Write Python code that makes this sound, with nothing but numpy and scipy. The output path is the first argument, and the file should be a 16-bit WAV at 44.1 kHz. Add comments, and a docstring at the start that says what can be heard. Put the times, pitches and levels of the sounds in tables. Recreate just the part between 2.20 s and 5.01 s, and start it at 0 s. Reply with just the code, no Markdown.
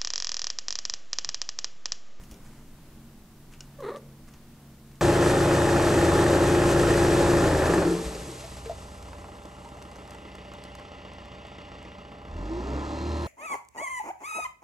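"""A cat's short trill

A cat gives one short closed-mouth trill, with one mouth click, beside a glass door in a quiet room.
Its pitch flutters quickly between a low and a high register: a wave and its overtones, plus puffs of rasp.
Ticks and a tap are short cracks of noise, the tap with ringing tones; rustles are swells of grainy noise.
Below lie wavering low hum tones, a hiss of filtered noise, and the rumble and bump of a hand-held camera."""
import sys
import numpy as np
from scipy import signal
from scipy.fft import rfft, irfft
from scipy.io import wavfile

SR = 44100
rng = np.random.default_rng(int(sys.argv[2]) if len(sys.argv) > 2 else 0)


def wrap_up_sound(samples):
    """Save the sound to the file named by the first command line argument, as 16-bit audio."""
    columns = np.atleast_2d(samples).T
    # keep every value between -1 and 1, then stretch to whole-number steps
    tamed = np.clip(columns, -1, 1)
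    steps = np.round(tamed * 32767).astype(np.int16)
    wavfile.write(sys.argv[1], SR, steps)


N = 123921  # length in samples
TIME = np.arange(N) / SR  # seconds


def amp(db):
    """Turns decibels into a gain."""
    return 10 ** (np.asarray(db) / 20)


def unit(x):
    """Scales a sound to an average (rms) level of 1."""
    return x / np.sqrt(np.mean(x ** 2) + 1e-20)


def at_hz(points, hz):
    """Reads a table of frequency and value, with frequency on a log scale."""
    f, value = np.transpose(points)
    return np.interp(np.log(hz + 1), np.log(f + 1), value)


def curve(points, axis=1):
    """Draws straight lines through one column of a timed table, one value per sample."""
    rows = np.array(points)
    return np.interp(TIME, rows[:, 0], rows[:, axis])


def bins(x):
    """Lists the frequencies in the spectrum of x, in Hz."""
    return np.fft.rfftfreq(x.shape[-1], 1 / SR)


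def shaped(gain):
    """Makes noise of rms 1 whose spectrum follows gain(hz)."""
    spectrum = rfft(rng.standard_normal(N)) * gain(bins(TIME))
    return unit(irfft(spectrum, N))


def wobble(hz):
    """Makes a random wavering of rms 1, mostly slower than hz."""
    return shaped(lambda f: 1 / (1 + (f / hz) ** 4))


def colour(x, points, tilt_db=0, size=2048):
    """Filters x to a spectrum in dB, plus a tilt per octave; the filter never rings ahead of the sound."""
    hz = abs(np.fft.fftfreq(size, 1 / SR))
    octaves = np.log2(np.maximum(hz, 500) / 4000)  # the tilt turns about 4000 Hz, flat below 500 Hz
    log_gain = np.log(amp(at_hz(points, hz) + tilt_db * octaves))
    # minimum phase: the ringing comes as early as this spectrum allows
    ring = np.fft.ifft(np.exp(signal.hilbert(log_gain).conj())).real
    return signal.oaconvolve(x, ring)[:len(x)]


def add(mix, s, sound):
    """Mixes a sound in, starting at s seconds."""
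    part = mix[max(round(s * SR), 0):][:len(sound)]
    part += sound[:len(part)]


# Spectrum of the room tone and hiss. Each row: frequency in Hz, relative level in dB per Hz.
AIR_SPECTRUM = [(12, -28), (20, -2.5), (32, -1.5), (44, -23.5), (70, -7.5), (98, -15.5), (129, -11),
                (180, -10.5), (219, -11.5), (298, -18), (324, -18), (534, -25.5), (614, -24), (667, -26),
                (725, -25.5), (2330, -33.5), (15500, -38)]
# How alike left and right are. Each row: frequency in Hz, likeness from 0 (separate) to 1 (the same).
LEFT_RIGHT_LIKENESS = [(40, .9999), (130, 1), (290, 0.99), (640, 0.9), (1410, 0.84), (3100, 0.34),
                       (6820, 0.12), (15000, 0.27)]
# Slow changes in the middle of the room tone. Each row: time in seconds, boost at its centre in dB.
AIR_MIDDLE_LEVEL = [(0, 1.5), (.3, 2), (.45, 0), (.7, 2), (1.1, 0), (1.5, 1.5), (2.0, 0.5), (2.4, 1.5),
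                    (2.81, -0.5)]
AIR_DB = -52.5
AIR_MIDDLE_HZ, AIR_MIDDLE_OCTAVES = 1050, 2.6  # centre and spread of the changing middle


def air():
    """Room tone: shared noise makes the bass alike on both sides, separate noise makes the treble differ."""
    hz = bins(TIME)
    shared, *sides = rfft(rng.standard_normal((3, N))) * amp(at_hz(AIR_SPECTRUM, hz))
    likeness = np.clip(at_hz(LEFT_RIGHT_LIKENESS, hz), 0, 1)
    stereo = np.sqrt(likeness) * shared + np.sqrt(1 - likeness) * np.array(sides)
    tone = unit(irfft(stereo, N))
    octaves_away = np.log2((hz + 1) / AIR_MIDDLE_HZ)
    middle_gain = np.exp(-(octaves_away / AIR_MIDDLE_OCTAVES) ** 2 / 2)
    middle = irfft(rfft(tone) * middle_gain, N)
    return amp(AIR_DB) * (tone + middle * (amp(curve(AIR_MIDDLE_LEVEL)) - 1))


# Low hum of the house. Each row: pitch in Hz, width of its wander in Hz, level in dB before swells.
HUM_TONES = [(138.34, 1.4, -56), (225.4, 12.13, -59), (320, 4.2, -67), (268.6, 6.4, -68), (73, 8.3, -72)]
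# Swells of the first two tones. Each row: time in seconds, first tone's change in dB, second tone's in dB.
HUM_SWELLS = [(0, -4.5, -8), (.36, 2, 2), (.62, -4, -9.5), (.85, -0.5, 6.5), (1.02, -13, -2),
              (1.35, 3.5, -0.5), (1.6, 1.5, -7), (1.75, -6, 4), (1.88, 6.5, 3), (2.2, -7.5, -1),
              (2.45, 1.5, -1), (2.81, 2, -1.5)]


def hum():
    """A few low tones that waver in pitch and level; the two strongest also swell and fade."""
    swells = [curve(HUM_SWELLS, axis=1), curve(HUM_SWELLS, axis=2)] + [0] * (len(HUM_TONES) - 2)
    out = np.zeros(N)
    for (hz, width, db), swell_db in zip(HUM_TONES, swells):
        turns = np.cumsum(hz + width / 2 * wobble(hz=13.84)) / SR
        level_db = db + swell_db + 0.94 * wobble(hz=2.6)
        out += amp(level_db) * unit(np.sin(2 * np.pi * turns))
    return out


# Rumble of the hand-held camera. Each row: time in seconds, level in dB.
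RUMBLE_LEVEL = [(0, -47), (.13, -50), (.2, -49.5), (.42, -45), (.55, -47.5), (.9, -54), (1.35, -56),
                (1.5, -56), (1.75, -69), (1.92, -54), (2.1, -50.5), (2.81, -75)]
# Spectrum of the rumble. Each row: frequency in Hz, relative level in dB before a softening near 400 Hz.
RUMBLE_SPECTRUM = [(5, -11.5), (18, 9.5), (32, -24), (55, -10), (100, -24.5), (300, -26.5)]
BUMP_S, BUMP_HZ, BUMP_LENGTH_S, BUMP_DB = 0.122, 50.7, 0.0092, -37


def handling():
    """The hand on the camera: low noise, and one soft bump as a low wave that swells and dies."""
    t = TIME - BUMP_S
    bump = amp(BUMP_DB) * np.cos(2 * np.pi * BUMP_HZ * t) * np.exp(-abs(t) / BUMP_LENGTH_S)
    rumble = shaped(lambda f: amp(at_hz(RUMBLE_SPECTRUM, f)) / (1 + (f / 400) ** 2))
    return bump + amp(curve(RUMBLE_LEVEL)) * rumble


# Soft rustles of movement. Each row: centre in seconds, half length in seconds, level in dB.
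RUSTLE_EVENTS = [(0.025, 0.016, -60.5), (0.1, 0.013, -63), (0.261, 0.0099, -62), (0.333, 0.13, -64),
                 (1.333, 0.013, -58.5), (1.438, 0.032, -62.5), (1.775, 0.0071, -53), (2.085, 0.0089, -56.5),
                 (2.133, .016, -62.5), (2.73, 0.04, -66)]
# Spectrum of the rustles. Each row: frequency in Hz, relative level in dB.
RUSTLE_SPECTRUM = [(200, -24), (1000, 7.5), (2000, 3.5), (3500, -7.5), (6500, -1.5), (10000, -6),
                   (15000, -28)]
RUSTLE_GRAIN_DB = 4  # rms unevenness


def rustles():
    """Friction: short smooth swells of noise whose level jitters quickly, which sounds grainy."""
    swell = sum(amp(db) * np.exp(-((TIME - s) / length) ** 2 / 2) for s, length, db in RUSTLE_EVENTS)
    grains = rng.standard_normal(N) * amp(RUSTLE_GRAIN_DB * wobble(hz=403))
    return swell * unit(colour(grains, RUSTLE_SPECTRUM))


# Sharp ticks of movement. Each row: start in seconds, level in dB before TICK_DB and the filter,
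# decay in seconds, treble tilt in dB per octave.
TICK_EVENTS = [(0.0368, -41, 0.00076, 5), (0.1126, -37.5, 0.0008, 7), (0.1204, -46.5, 0.001, -7),
               (0.1421, -43.5, 0.0015, 3), (1.3254, -48, 0.002, 3), (1.3369, -40.5, 0.0013, -0.5),
               (1.6053, -44, 0.00056, 6.5), (2.1384, -44, 0.0013, 1.5), (2.7152, -51, 0.0012, -3.5),
               (2.7551, -50, 0.0013, 4)]
# What the ticks ring with. Each row: frequency in Hz, gain in dB.
TICK_SPECTRUM = [(300, -0.5), (1000, -5), (2000, 1), (2700, 6), (2950, 6), (3300, 1.5), (4300, -4),
                 (5000, -1), (5700, -0.5), (7000, -2), (8500, -12), (9500, -11), (15000, -18)]
TICK_DB, TICK_TAIL_DB, TICK_TAIL_S = -4, -8, 0.019


def ticks(size=4096):
    """Each tick is a brief crack of noise with a fainter, longer rattle behind it."""
    out, t = np.zeros(N), np.arange(size) / SR
    for s, db, decay, tilt_db in TICK_EVENTS:
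        fade = np.exp(-t / decay) + amp(TICK_TAIL_DB) * np.exp(-t / TICK_TAIL_S)
        tick = colour(fade * rng.standard_normal(size), TICK_SPECTRUM, tilt_db)
        add(out, s, amp(TICK_DB + db) * tick)
    return out


# Ringing tones of the tap. Each row: pitch in Hz, level in dB before TAP_DB, time to fall 60 dB in seconds.
TAP_TONES = [(1510, -13, 0.076), (2510, -11, 0.036), (2890, -0.5, 0.032), (4070, -17, 0.033),
             (4320, -10, 0.038), (5600, -1, 0.032), (5850, -5, 0.0098), (6960, -7, 0.024),
             (6900, -11, .025)]
# Spectrum of the tap's crack. Each row: frequency in Hz, gain in dB.
TAP_SPECTRUM = [(300, -22), (1500, -12), (3000, -2), (4500, 5.5), (6000, 9), (8400, 2), (9500, -21),
                (15000, -22)]
TAP_S, TAP_DB = 1.4066, -42
TAP_CRACK_DB, TAP_CRACK_S = -39, 0.003


def tap(size=8192):
    """A bright crack of noise and a few ringing tones that die quickly."""
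    out, t = np.zeros(N), np.arange(size) / SR
    ring = sum(amp(db) * 10 ** (-3 * t / t60) * np.sin(2 * np.pi * hz * t) for hz, db, t60 in TAP_TONES)
    crack = colour(np.exp(-t / TAP_CRACK_S) * rng.standard_normal(size), TAP_SPECTRUM)
    add(out, TAP_S, amp(TAP_DB) * ring + amp(TAP_CRACK_DB) * crack)
    return out


# The trill. Each row: time in seconds, pitch in Hz before jitter, level in dB before VOICE_DB,
# shimmer and the throat.
TRILL_PATH = [(1.585, 560, -52), (1.590, 580, -36.5), (1.596, 605, -39), (1.600, 600, -47),
              (1.605, 555, -34), (1.611, 545, -33), (1.619, 540, -58), (1.624, 525, -33), (1.631, 490, -34),
              (1.636, 410, -39), (1.644, 400, -32), (1.656, 365, -35.5), (1.667, 455, -28),
              (1.674, 410, -34), (1.689, 475, -28), (1.695, 440, -32), (1.699, 380, -42), (1.703, 360, -32),
              (1.711, 385, -38), (1.719, 595, -31.5), (1.729, 565, -31), (1.734, 375, -44),
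              (1.745, 385, -38), (1.751, 575, -31), (1.761, 600, -38), (1.770, 570, -32), (1.777, 520, -48),
              (1.785, 500, -62)]
# Throat and nose with the mouth closed. Each row: frequency in Hz, gain in dB.
THROAT_SPECTRUM = [(200, -9.5), (380, -1), (560, -3), (780, -16.5), (925, -9), (1050, -9.5), (1215, -7),
                   (1520, -21), (1900, -15), (2400, -28.5), (3100, -33.5), (4000, -25.5), (4900, -42),
                   (6000, -41.5), (10000, -42), (15000, -62)]
# Overtones and rasp against the fundamental. Each row: time in seconds, gain in dB.
OVERTONE_LEVEL = [(1.59, -11), (1.602, 3), (1.612, -5), (1.63, -1.5), (1.68, -2), (1.72, 0), (1.750, 0),
                  (1.761, 3), (1.772, -7)]
VOICE_DB, SHIMMER_DB = 1, 2.1  # overall gain, rms unsteadiness of level
JITTER, JITTER_HZ = 0.027, 205  # rms unsteadiness of pitch (a fraction), rate of jitter and shimmer
RASP_DB, RASP_CORNER_HZ, PUFF_CYCLES = -10, 885, 0.65
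# The high register is purer: above this pitch, overtones fall off faster
LOW_REGISTER_HZ, PURITY_DB = 434, -15  # dB per octave of overtone, per octave of pitch


def trill(count=28):
    """Fluttering vocal pulses, with a puff of rasp in each cycle, pass through the closed throat."""
    hz = curve(TRILL_PATH) * (1 + JITTER * wobble(JITTER_HZ))
    sounding = (TIME > TRILL_PATH[0][0]) & (TIME < TRILL_PATH[-1][0])
    turns = np.cumsum(hz * sounding) / SR
    octaves_up = np.maximum(np.log2(curve(TRILL_PATH) / LOW_REGISTER_HZ), 0)
    slope_db = PURITY_DB * octaves_up
    overtones = sum(amp(slope_db * np.log2(k / 2)) * np.sin(2 * np.pi * k * turns) for k in range(2, count))
    breath = shaped(lambda f: f ** 2 / (f ** 2 + RASP_CORNER_HZ ** 2))
    puffs = unit(np.exp(-(turns % 1) / PUFF_CYCLES)) * breath
    upper = overtones + amp(RASP_DB) * puffs * np.sqrt(SR / hz)
    folds = np.cos(2 * np.pi * turns) + amp(curve(OVERTONE_LEVEL)) * upper
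    effort = amp(VOICE_DB + curve(TRILL_PATH, axis=2) + SHIMMER_DB * wobble(JITTER_HZ))
    return colour(folds * effort * sounding, THROAT_SPECTRUM)


# Spectrum of the mouth click. Each row: frequency in Hz, gain in dB.
CLICK_SPECTRUM = [(300, 1), (2000, -1), (3700, 6), (5500, -9), (9500, -7), (12000, -17), (15000, -26)]
CLICK_S, CLICK_DB = 1.7614, -21.5


def mouth_click(size=512):
    """A single sharp impulse from the mouth, filtered to its colour."""
    out = np.zeros(N)
    click = colour(signal.unit_impulse(size), CLICK_SPECTRUM)
    add(out, CLICK_S, amp(CLICK_DB) * click)
    return out


# How long the room rings. Each row: frequency in Hz, time to fall 60 dB in seconds.
ROOM_RING = [(150, 0.56), (420, 0.52), (610, 0.78), (800, 0.55), (1200, 0.26), (4000, 0.087),
             (12000, 0.084)]
ROOM_GAP_S = 0.0083  # silence before the tail, and then the length of its rise


def room(x, size=32768):
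    """Many blurred reflections: a tail of fading noise whose treble dies first."""
    hz, t, z = signal.stft(rng.standard_normal(size), SR, nperseg=256)
    fade = 10 ** (-3 * t / at_hz(ROOM_RING, hz)[:, None])
    tail = signal.istft(z * fade, SR)[1]
    tail *= np.clip(np.arange(len(tail)) / SR / ROOM_GAP_S - 1, 0, 1)
    response = abs(rfft(tail))[bins(tail) < 1500]  # the gain is set to rms 1 below 1500 Hz
    return signal.fftconvolve(x, tail)[:N] / np.sqrt(np.mean(response ** 2))


# Echoes of the cat from door and wall. Each row: delay in seconds, level in dB.
DOOR_AND_WALL = [(.0048, -35), (0.0105, -25)]
VOICE_ROOM_DB, TICK_ROOM_DB = -12, -2.5  # how much of the cat and of the small noises feeds the room


def scene():
    """The cat and the small noises in the room, over the background."""
    background = air() + hum() + handling()
    small = rustles() + ticks() + tap()
    cat = trill() + mouth_click()
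    near = sum(amp(db) * np.interp(TIME - delay, TIME, cat) for delay, db in DOOR_AND_WALL)
    far = room(amp(VOICE_ROOM_DB) * cat + amp(TICK_ROOM_DB) * small)
    return cat + near + small + far + background


def record(dry):
    """The recorder's band limit: a steep filter removes the highest treble."""
    edge_hz = 15740
    band_limit = signal.firwin(1023, edge_hz, window=("kaiser", 9), fs=SR)
    return signal.oaconvolve(dry, band_limit[None], "same")


dry = scene()
out = record(dry)
wrap_up_sound(out)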